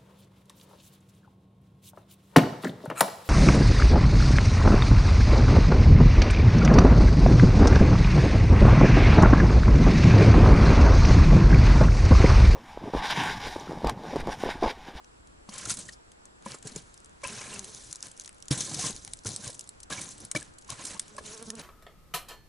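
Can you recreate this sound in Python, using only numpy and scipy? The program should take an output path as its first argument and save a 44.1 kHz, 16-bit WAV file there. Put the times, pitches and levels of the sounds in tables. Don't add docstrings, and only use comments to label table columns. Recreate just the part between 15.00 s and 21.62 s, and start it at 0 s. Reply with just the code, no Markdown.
import sys
import numpy as np
from scipy import signal
from scipy.fft import rfft, irfft, next_fast_len
from scipy.io import wavfile
from scipy.ndimage import uniform_filter1d

SR = 44100
rng = np.random.default_rng(int(sys.argv[2]) if len(sys.argv) > 2 else 0)


def persist_wave(psi):
    counts = np.round(np.clip(psi, -1, 1) * 32767).astype(np.int16)
    wavfile.write(sys.argv[1], SR, np.atleast_2d(counts).T)


def gain_from_db(level_db):
    decades = np.asarray(level_db, float) / 20
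    return 10 ** decades


N = 291942


def evened(x):
    return x / np.sqrt(np.mean(x ** 2) + 1e-20)


def peaked(x):
    return x / abs(x).max()


def read(points, hz):
    f, value = np.transpose(points)
    return np.interp(np.log(hz + 1), np.log(f + 1), value)


def add(mix, s, sound):
    part = mix[..., max(round(s * SR), 0):][..., :sound.shape[-1]]
    part += sound[..., :part.shape[-1]]


def colour(x, points):
    size = next_fast_len(N)
    gain = gain_from_db(read(points, np.fft.rfftfreq(size, 1 / SR)))
    return irfft(rfft(x, size) * gain, size)[:N]


def resonate(x, hz, width):
    hz = min(hz, 0.45 * SR)
    return signal.lfilter(*signal.iirpeak(hz, max(hz / width, 0.3), SR), x)


def body(x, modes):
    return evened(sum(gain_from_db(db) * resonate(x, hz, width) for hz, width, db in modes))


def puff(rise_s, t60):
    t = np.arange(5000) / SR
    return rng.standard_normal(5000) * (1 - np.exp(-t / rise_s)) * gain_from_db(-60 * t / max(t60, 0.004))


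# pitch_hz, level_db (per Hz)
AIR_COLOUR = [(12, -30), (20, -3.5), (119, -16.5), (147, -16.5), (461, -15.5), (705, -18.5), (1450, -19.5),
              (2040, -27), (7720, -36), (11500, -39.5), (15000, -77), (22000, -120)]
# pitch_hz, likeness (-1 to 1)
AIR_LIKENESS = [(60, 0.99), (170, -0.056), (500, -0.71), (1420, -0.68), (4090, -0.42), (11800, 0.29)]


def air():
    level_db, gust_db, gust_below_hz = -55, 3.3, 60
    frames, hz = N // 256 + 5, np.fft.rfftfreq(1024, 1 / SR)
    a, b, c, d, patches = rng.standard_normal((frames, 513, 5)).T
    patches = evened(uniform_filter1d(uniform_filter1d(patches, 14, 0), 12, 1))
    same = np.clip(read(AIR_LIKENESS, hz), -1, 1)[:, None]
    left = a + 1j * b
    right = same * left + np.sqrt(1 - same ** 2) * (c + 1j * d)
    gusts = evened(uniform_filter1d(rng.standard_normal(frames), size=30))
    wind_db = gust_db * gusts / (1 + (hz[:, None] / gust_below_hz) ** 2)
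    z = np.array([left, right]) * gain_from_db(read(AIR_COLOUR, hz)[:, None] + patches + wind_db)
    return gain_from_db(level_db) * evened(signal.istft(z, nperseg=1024, noverlap=768)[1][:, :N])


def insects():
    pitch_hz, width_hz, level_db = 7600, 520, -72
    own, shared = rng.standard_normal((2, N)), rng.standard_normal(N)
    once = resonate(own + shared, pitch_hz, width_hz)
    return gain_from_db(level_db) * evened(resonate(once, pitch_hz, width_hz))


# start_s, peak_db, pitch_hz,
# dull_under_bright_db
TICKS = [(0.0443, -38.5, 5900, -9), (0.272, -41, 6980, -22), (1.1173, -38.5, 3390, -12),
         (1.254, -34.5, 7040, -22), (1.4234, -42, 8080, -5), (1.5853, -38, 7220, -24),
         (1.6252, -33.5, 7700, -11), (1.9405, -36.5, 6840, -22), (1.9759, -34, 6030, -18),
         (2.002, -40, 7850, -25), (2.0453, -32.5, 6840, -27), (2.0583, -38, 7730, -26),
         (2.094, -43, 7100, -21), (2.2174, -43, 6920, -3), (2.9654, -33.5, 7800, -30),
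         (3, -47, 7410, -21), (3.0054, -29, 6680, -26), (3.0679, -28, 10500, -25.5),
         (3.0827, -35, 7740, -20), (3.1137, -32, 7200, -22), (3.175, -33, 6450, -31),
         (3.209, -31.5, 6800, -28), (3.237, -35, 7010, -20), (3.2458, -31, 4100, -21),
         (3.258, -28, 6710, -15), (3.276, -28, 6760, -11), (3.2917, -29.5, 9200, -10),
         (3.3275, -38, 7740, -19), (3.345, -41.5, 9710, -24.5), (3.3818, -42, 7470, -17),
         (3.4022, -38.5, 7390, -22), (3.4241, -29.5, 6080, -29), (3.455, -35, 6800, -14),
              (4.171, -38, 7940, -26), (4.1885, -34.5, 6560, -29), (4.477, -22.5, 7170, -28),
              (4.6743, -32, 7870, -22), (4.6905, -25.5, 8100, -24), (4.802, -32, 8050, -30),
              (4.8302, -30.5, 6270, -22), (5.0893, -27, 6330, -29), (5.1791, -31.5, 8300, -33),
              (5.2021, -30.5, 9780, -27), (5.3998, -33, 8390, -25), (5.4085, -30, 8160, -16),
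              (5.4267, -28, 7740, -18), (5.537, -46, 7840, -16), (5.5834, -35.5, 8000, -18),
              (5.6106, -44, 7910, -22), (5.6217, -42, 6170, -17), (5.6456, -36, 6150, -19),
              (6.0174, -34.5, 7490, -21), (6.08, -36, 7700, -24), (6.1649, -33, 8450, -9)]
# start_s, peak_db, pitch_hz, t60_s
BREAKS = [(0.4897, -31, 4700, 0.037), (0.579, -23.5, 7000, 0.037), (0.653, -22, 6820, 0.021),
            (0.7028, -14.5, 6040, 0.027), (0.8809, -33.5, 7400, 0.04), (0.891, -31, 4280, 0.025),
            (0.9216, -36, 5150, 0.055), (1.457, -32.5, 7600, 0.029), (1.5426, -31, 7140, 0.032),
            (1.6708, -25.5, 7500, 0.031), (1.7593, -22.5, 7100, 0.023), (2.5356, -28.5, 7600, 0.043),
            (3.5079, -13.5, 3380, 0.04), (3.6056, -14, 6100, 0.022), (3.743, -19, 5800, 0.023),
            (4.2651, -16, 6540, 0.032), (4.4378, -31, 7300, 0.027), (4.5424, -32, 7390, 0.037),
            (4.923, -21, 3730, 0.048), (5.015, -21, 7700, 0.018), (5.1012, -32, 7300, 0.091),
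            (5.3488, -24.5, 5440, 0.03), (5.359, -17, 3670, 0.039), (5.8502, -21, 7250, 0.025),
            (5.866, -23.5, 7600, 0.038), (6.179, -31.5, 4300, 0.054), (6.375, -34, 7500, 0.024),
            (6.5942, -26.5, 4130, 0.018), (0.5346, -30.5, 7350, 0.038), (.611, -32, 6500, .02),
            (.6884, -23, 6860, .02), (0.6948, -15.5, 8030, 0.025), (0.711, -16.5, 9600, .04),
            (.737, -24, 8160, 0.046), (0.7694, -22.5, 7580, 0.024), (.787, -25.5, 8050, 0.038),
            (.8, -30, 7550, 0.042), (2.234, -30, 6000, .04), (3.5514, -26, 7390, .015),
            (3.5745, -20.5, 8440, 0.032), (3.616, -28, 7500, .04), (3.652, -35, 7000, 0.023),
            (3.771, -28, 6000, .02), (3.7906, -19.5, 6340, .03), (3.819, -24, 8500, 0.035),
            (3.846, -21, 7000, .04), (3.862, -22, 7500, .04),
            (2.2805, -24, 7000, 0.0096), (2.909, -31.5, 6000, .03), (3.031, -34, 6500, .09),
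          (3.165, -42, 6000, 0.027), (3.215, -36, 6000, 0.022), (3.6098, -19, 6000, .015),
          (4.247, -28, 7300, 0.018), (5.9955, -22, 3550, 0.013), (6.502, -23, 3500, 0.012),
          (1.45, -40, 3400, .04), (1.506, -35, 3400, .04), (1.694, -40, 5000, .02), (1.717, -36, 4500, .03),
          (1.775, -35, 4200, .04), (2.949, -31, 6500, .012), (4.235, -42, 5500, .02),
          (4.257, -25, 7000, .05), (4.277, -24, 5500, .02), (4.45, -29, 7500, .015),
          (4.64, -40, 7000, .015), (5.678, -40, 6000, .02), (5.72, -32, 6500, .04),
          (5.838, -31, 9000, .015), (5.975, -37, 5000, .015)]
# start_s, peak_db, pitch_hz, t60_s, dull_under_bright_db
SNAPS = [(1.518, -24, 5050, 0.0089, -17), (2.273, -19, 9280, 0.0098, -21), (2.5927, -17, 6300, 0.01, -32),
         (2.6444, -23.5, 7370, 0.012, -21), (2.7472, -23.5, 6100, 0.01, -31),
         (2.927, -18.5, 7500, 0.012, -18), (2.9567, -23, 7790, 0.011, -31), (3.026, -20, 6680, 0.0098, -20),
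         (3.197, -22.5, 6330, 0.0081, -27), (3.482, -23.5, 6800, 0.013, -17),
         (3.907, -20, 5900, 0.0084, -22), (3.9629, -23.5, 6650, 0.0067, -30),
         (4.0478, -22.5, 9850, 0.0065, -18), (4.0758, -23.5, 5950, 0.014, -14),
         (4.134, -18.5, 8500, 0.012, -19), (4.289, -19.5, 8080, 0.0093, -36),
         (4.317, -27, 7140, 0.015, -24), (4.3615, -15, 7800, 0.013, -30),
         (4.5014, -23.5, 10200, 0.013, -31), (4.5931, -16.5, 8300, 0.01, -36),
         (4.6085, -26.5, 6910, 0.014, -25), (5.2492, -23.5, 10900, 0.014, -28),
         (5.3134, -14.5, 8200, 0.015, -17.5), (5.3718, -21, 6470, 0.011, -13),
         (5.702, -18.5, 6600, 0.01, -20), (5.9947, -9.5, 8650, 0.013, -22.5),
         (6.4253, -26.5, 10800, 0.012, -22), (6.5024, -13.5, 6550, 0.01, -31),
         (6.552, -28.5, 8250, 0.016, -24)]


def coals():
    tick_t60_s, tick_spread, breaks_dull_db = 0.013, 0.13, -16.5
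    ticks = TICKS
    chance = np.exp(tick_spread * rng.standard_normal(len(ticks)).clip(-2, 2))
    small = [(s, db, hz, tick_t60_s * b ** 2, dull_db) for (s, db, hz, dull_db), b in zip(ticks, chance)]
    breaks = [(*row, breaks_dull_db) for row in BREAKS]
    return breaks + SNAPS + small


def crackles():
    out = np.zeros((2, N))
    for s, db, hz, t60, dull_db in coals():
        steps = np.repeat(rng.standard_normal(250), 20)
        splinters = gain_from_db(3.5 * rng.standard_normal(5000) + 1.92 * steps)
        snap = splinters * puff(0.17 * t60, t60) + 0.068 * puff(0.0018, 0.019)
        snap[30:] += 1.6 * (0.012 / t60) ** 2 * puff(0.0002, 0.0045)[:-30]
        bright_hz = 3700 * gain_from_db(rng.normal(0, 0.56))
        bright = signal.lfilter(*signal.butter(3, bright_hz, "high", fs=SR), snap)
        dull = signal.lfilter(*signal.butter(2, [1100, 3200], "band", fs=SR), snap)
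        pitched = 1.3 * bright + 2.38 * resonate(bright, hz, 0.18 * hz)
        sound = peaked(pitched) + gain_from_db(dull_db - 2.5) * peaked(dull)
        pan_db = rng.normal(1.0, 0.89)
        add(out, s, gain_from_db(db + np.array([[pan_db], [-pan_db]]) / 2) * sound)
    return out


# pitch_hz, width_hz, level_db
RING = [(440, 980, -1.5), (538, 115, -1.5), (1040, 30, 0.5), (1150, 300, -6), (1623, 99, 1),
        (2250, 330, 1.5), (2800, 500, 3.5), (3740, 90, -31)]
# start_s, peak_db, pitch_hz, t60_s
KNOCKS = [(.49, -36, 1060, 0.01), (0.658, -36.5, 1370, 0.025), (0.704, -31.5, 1390, 0.024),
          (.889, -31.5, 1854, 0.022), (1.462, -28.5, 1004, .022), (1.463, -32.5, 540, 0.028),
          (4.254, -44.5, 896, 0.043), (4.256, -38, 1410, .03), (1.544, -38, 423, 0.033),
          (1.653, -42.5, 423, 0.12), (1.761, -33.5, 410, 0.036), (2.238, -33, 2330, 0.043),
          (2.249, -33, 1010, 0.076), (3.51, -35, 464, 0.039), (3.791, -36.5, 750, 0.038),
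          (3.84, -31.5, 1040, 0.074), (4.075, -45.5, 800, 0.032), (4.257, -37, 440, .04),
          (4.469, -44, 420, 0.043), (4.495, -38.5, 520, 0.026), (4.903, -39.5, 1150, 0.16),
          (4.922, -30, 1650, 0.057), (4.979, -37, 2280, 0.042), (5.35, -28.5, 606, 0.071),
          (5.36, -22, 2300, 0.033), (5.419, -40, 1710, 0.03), (5.69, -36, 1085, 0.044),
          (5.723, -35, 1106, 0.042), (5.95, -43, 904, 0.057), (5.965, -41, 1100, 0.049),
          (6.182, -30.5, 1085, 0.031), (6.593, -39.5, 432, 0.047), (2.233, -38, 1074, 0.044),
          (2.236, -36, 554, 0.066), (2.24, -35, 1610, 0.049), (2.249, -29.5, 2600, .03),
          (2.291, -36, 2610, .03), (2.393, -40, 2540, 0.029), (2.415, -39, 2250, 0.033),
          (2.467, -42, 2410, .025), (2.528, -37.5, 2770, 0.043), (2.56, -36, 2640, 0.034),
          (5.352, -27, 1770, 0.022), (5.35, -33, 1120, 0.041), (6.15, -49, 590, 0.05),
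          (6.184, -40, 606, 0.055), (6.185, -38.5, 1710, 0.04), (6.208, -41, 430, .03),
          (6.502, -40.5, 1800, 0.02), (.672, -39, 330, 0.027)]
# start_s, peak_db, pitch_hz
THUMPS = [(0.489, -40, 206), (0.66, -43, 110), (1.462, -34.5, 211), (1.653, -37, 130), (1.718, -43, 230),
          (1.761, -38.5, 166), (2.255, -49, 67.4), (3.51, -16.5, 137), (3.511, -25, 282), (3.79, -36, 152),
          (3.841, -33.5, 149), (4.074, -45.5, 118), (4.259, -33, 106), (4.252, -39, 290), (4.468, -38, 110),
          (4.495, -51, 290), (4.904, -42.5, 240), (4.976, -45, 96), (5.204, -48, 294), (5.35, -30.5, 147),
          (5.362, -29.5, 310), (5.721, -40, 112), (5.947, -44.5, 193), (6.2, -49, 74), (6.596, -45, 111)]


def knocks():
    thump_cycles = 10
    out, t = np.zeros(N), np.arange(5000) / SR
    for s, db, hz, t60 in KNOCKS:
        blow = puff(0.0055, t60)
        swell = (1 - np.exp(-t / 0.00096)) ** 2
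        note = np.sin(2 * np.pi * hz * t) * swell * gain_from_db(-60 * t / max(t60, 0.01))
        dull = signal.lfilter(*signal.butter(3, 1.3 * hz + 500, fs=SR), blow)
        clack = 0.56 * peaked(note) + 0.08 * peaked(dull) + 0.3 * peaked(body(dull, RING))
        add(out, s - 0.001, gain_from_db(db) * peaked(clack))
    for s, db, hz in THUMPS:
        push = np.sin(2 * np.pi * hz * t) * (1 - np.exp(-t / 0.0035)) * gain_from_db(-60 * t * hz / thump_cycles)
        add(out, s - 0.001, gain_from_db(db) * peaked(push))
    return out


# full_pressure_s, hold_s, grit_db, ring_over_grit_db, thud_over_grit_db
DRAGS = [(0.532, 0.13, -47, -2, -8), (0.703, 0.0042, -34.5, -8.5, -5.5), (0.791, 0.016, -43, -13.5, -6),
         (0.832, 0.066, -53.5, -13, -2), (1.48, 0.061, -50, 0.5, -2.5), (1.67, 0.0043, -49, -3, 2.5),
         (1.765, 0.019, -49, -8.5, -3), (2.264, 0.32, -47.5, -1.5, -3.5), (2.627, 0.28, -52.5, -25, -6),
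         (3.046, 0.02, -52, -4, -5), (3.198, .01, -58.5, -4.5, -13), (3.588, 0.32, -40.5, -13.5, -1.5),
         (3.605, 0.013, -35, -27, -23), (3.81, 0.074, -35.5, -8.5, -10), (4.44, 0.047, -43.5, -8, -6.5),
         (5.229, 0.012, -49.5, -26, 0.5), (5.715, .015, -48, -2, -3), (5.797, 0.022, -46.5, -1.5, -5),
         (5.844, 0.066, -44.5, -9.5, -5.5), (5.91, 0.03, -47, -2, -8), (6.257, 0.075, -46, -7.5, -6),
         (6.373, 0.054, -52.5, -6.5, -9), (6.463, 0.028, -52, -13, -4), (6.59, .03, -50.5, -0.5, 2.5)]
# start_s, fall_20db_s, grit_db, ring_over_grit_db, thud_over_grit_db
JABS = [(1.69, 0.5, -57.5, -7, 1.5), (2.231, 0.92, -45, -5, -17), (3.505, 0.1, -28.5, -7, -2),
        (3.94, 0.33, -48.5, -14, -4.5), (4.256, 0.3, -39, -18.5, -2), (4.52, 0.24, -56.5, -26, -11),
        (4.898, 0.19, -37.5, -2, -2.5), (4.98, 0.22, -41.5, -11.5, -3.5), (5.347, 0.1264, -42.5, -3.5, 2),
        (5.41, 0.15, -64.5, -14, -11), (5.689, 0.1, -43, -3, -2.5), (5.99, 0.54, -55.5, -4.5, -2)]


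def pressure():
    lean_in_db_per_s, let_go_db_per_s, bite_s = 395, 329, 0.0074
    t = np.linspace(0, N / SR, num=6000)
    s, hold, *drag_db = np.transpose(DRAGS)[:, :, None]
    lean_in_db = -lean_in_db_per_s * (s - t).clip(0)
    let_go_db = -let_go_db_per_s * (t - s - hold).clip(0)
    drags = gain_from_db(lean_in_db + let_go_db)
    s, fall, *jab_db = np.transpose(JABS)[:, :, None]
    jabs = np.clip((t - s) / bite_s, 0, 1) * gain_from_db(-20 * (t - s).clip(0) / fall)
    grit_db, ring_db, thud_db = np.concatenate([drag_db, jab_db], axis=1)
    levels = gain_from_db([grit_db, grit_db + ring_db, grit_db + thud_db])
    power = (np.concatenate([drags, jabs]) * levels) ** 2
    return [np.interp(np.arange(N) / SR, t, np.sqrt(p.sum(axis=0))) for p in power]


def grains(per_s, spread_db, ms):
    size = gain_from_db(spread_db * np.minimum(rng.exponential(1, N), 5)) * (rng.random(N) < per_s / SR)
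    shape = np.exp(-np.arange(900) / SR * 1000 / ms)
    power = signal.oaconvolve(size ** 2, shape)[:N].clip(0)
    return evened(np.sqrt(power) * rng.standard_normal(N))


def patchy(x, patch_db):
    z = signal.stft(x, nperseg=256)[2]
    patches = uniform_filter1d(rng.standard_normal(z.shape), size=9, axis=0)
    patches = evened(uniform_filter1d(patches, size=5, axis=1))
    return signal.istft(z * gain_from_db(patch_db * patches), nperseg=256)[1][:N]


# pitch_hz, level_db (per Hz)
GRIT = [(880, -26), (1500, -15), (2940, -14.5), (3580, -2), (5070, -2), (6070, 3), (10600, -3.5),
        (11200, -8), (11500, -20), (15000, -55), (22000, -120)]
# pitch_hz, width_hz, level_db
THUD = [(118, 62, 13), (197, 49, -3), (283, 79, -5.5)]


def raking():
    grit_level, ring_level, thud_level = pressure()
    clumps = gain_from_db(1.2 * evened(uniform_filter1d(rng.standard_normal(N), 300)))
    crumbs = grains(1800, 1.7, 3) + 0.4 * grains(400, 2.8, 0.5)
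    grit = evened(clumps * colour(crumbs, GRIT))
    grit = evened(patchy(grit, 2.6))
    lumps = sum(gain_from_db(db) * evened(resonate(grains(170, 2.8, 3.1), hz, width)) for hz, width, db in RING)
    rattle = evened(resonate(grains(1600, 2.8, 1.6), 1410, 2300))
    ring = evened(evened(lumps) + 1.14 * rattle)
    thud = body(grains(300, 1.8, 8), THUD)
    thud = signal.lfilter(*signal.butter(2, 85, "high", fs=SR), thud)
    return grit_level * grit + ring_level * ring + thud_level * thud


# pitch_hz, side_db
BOX_WIDTH = [(60, -22), (140, -22), (350, -19), (840, -14), (2020, -10), (4880, -11.5), (11800, -12.5)]


def firebox(x):
    t = np.arange(3000) / SR
    t60_s = np.array([[0.07], [0.03]])
    tails = rng.standard_normal((2, 3000)) * gain_from_db(-60 * t / t60_s) * (t > 0.0008)
    tails /= np.linalg.norm(tails, axis=1)[:, None]
    mid, side = signal.oaconvolve(x[None], tails, axes=1)[:, :N]
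    scatter = evened(uniform_filter1d(rng.standard_normal(N), 180))
    side = colour(0.61 * side + 0.75 * scatter * x, BOX_WIDTH)
    return x + gain_from_db(-15.5) * mid + np.array([side, -side])


# time_s, wingbeat_hz,
# second_partial_db, facing_db
FLY_FIRST = [
    (2.3, 210.2, -60, 2),
    (2.335, 216, -53.5, 5.5),
    (2.38, 207.1, -65, -9),
    (2.45, 207, -67, -5),
    (2.565, 205.6, -54.5, 4),
    (2.655, 182, -60, 0),
    (2.69, 221.4, -58, -25),
    (2.74, 210.5, -67, -17),
    (2.8, 217, -67, -4),
]
FLY_SECOND = [
    (6.08, 205.6, -76, 6),
    (6.12, 211.5, -63.5, 0),
    (6.235, 208.4, -61, -4),
    (6.286, 211.8, -54, -10.5),
    (6.324, 212.3, -56.5, -0.5),
    (6.345, 226, -52.5, -16),
    (6.385, 212, -58.5, -20),
    (6.425, 235.7, -47, -1),
    (6.46, 218.4, -68, 2),
]
FLY_SECOND_END = [
    (6.46, 217.5, -84, 7),
    (6.48, 218.6, -48.5, 7),
    (6.499, 225.3, -50.5, 2),
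    (6.521, 209, -54, 3),
    (6.54, 229.7, -51.5, 5),
    (6.56, 218, -60, 11),
    (6.58, 223.7, -52, -4),
    (6.62, 212, -60, -1),
]
# multiple, under_second_partial_db
WING = [(3, -11), (4, -12.5), (5, -11.5), (6, -14), (7, -16)]


def fly(rows):
    s, *columns = np.transpose(rows)
    t = np.arange(s[0], s[-1], 1 / SR)
    hz, second_db, facing_db = (np.interp(t, s, c) for c in columns)
    waver, flutter = (evened(uniform_filter1d(row, 350)) for row in rng.standard_normal((2, len(t))))
    turn = 2 * np.pi * np.cumsum(hz * (1 + 0.017 * waver)) / SR
    upper = np.sin(2 * turn) + sum(gain_from_db(db) * np.sin(k * turn + k * k) for k, db in WING)
    first = gain_from_db(second_db + facing_db) * np.sin(turn)
    buzz = first + gain_from_db(second_db + 2.5 * flutter) * upper
    return s[0], np.sqrt(2) * buzz * signal.windows.tukey(len(t), 0.06)


def scene():
    flies, snaps = np.zeros(N), crackles()
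    for rows in (FLY_FIRST, FLY_SECOND, FLY_SECOND_END):
        add(flies, *fly(rows))
    snaps_mid = snaps.mean(0)
    near = firebox(knocks() + raking() + snaps_mid) + snaps - snaps_mid
    return near + flies * gain_from_db(np.array([[-1.5], [1.5]])) + air() + insects()


def low_pass(x):
    return signal.sosfilt(signal.butter(12, 12360, fs=SR, output="sos"), x)


def record(dry):
    taps = signal.firwin(255, 11140, window=("kaiser", 3.6), fs=SR)
    mix = signal.oaconvolve(dry, taps[None], "same")
    return low_pass(mix)


dry = scene()
out = record(dry)
persist_wave(out)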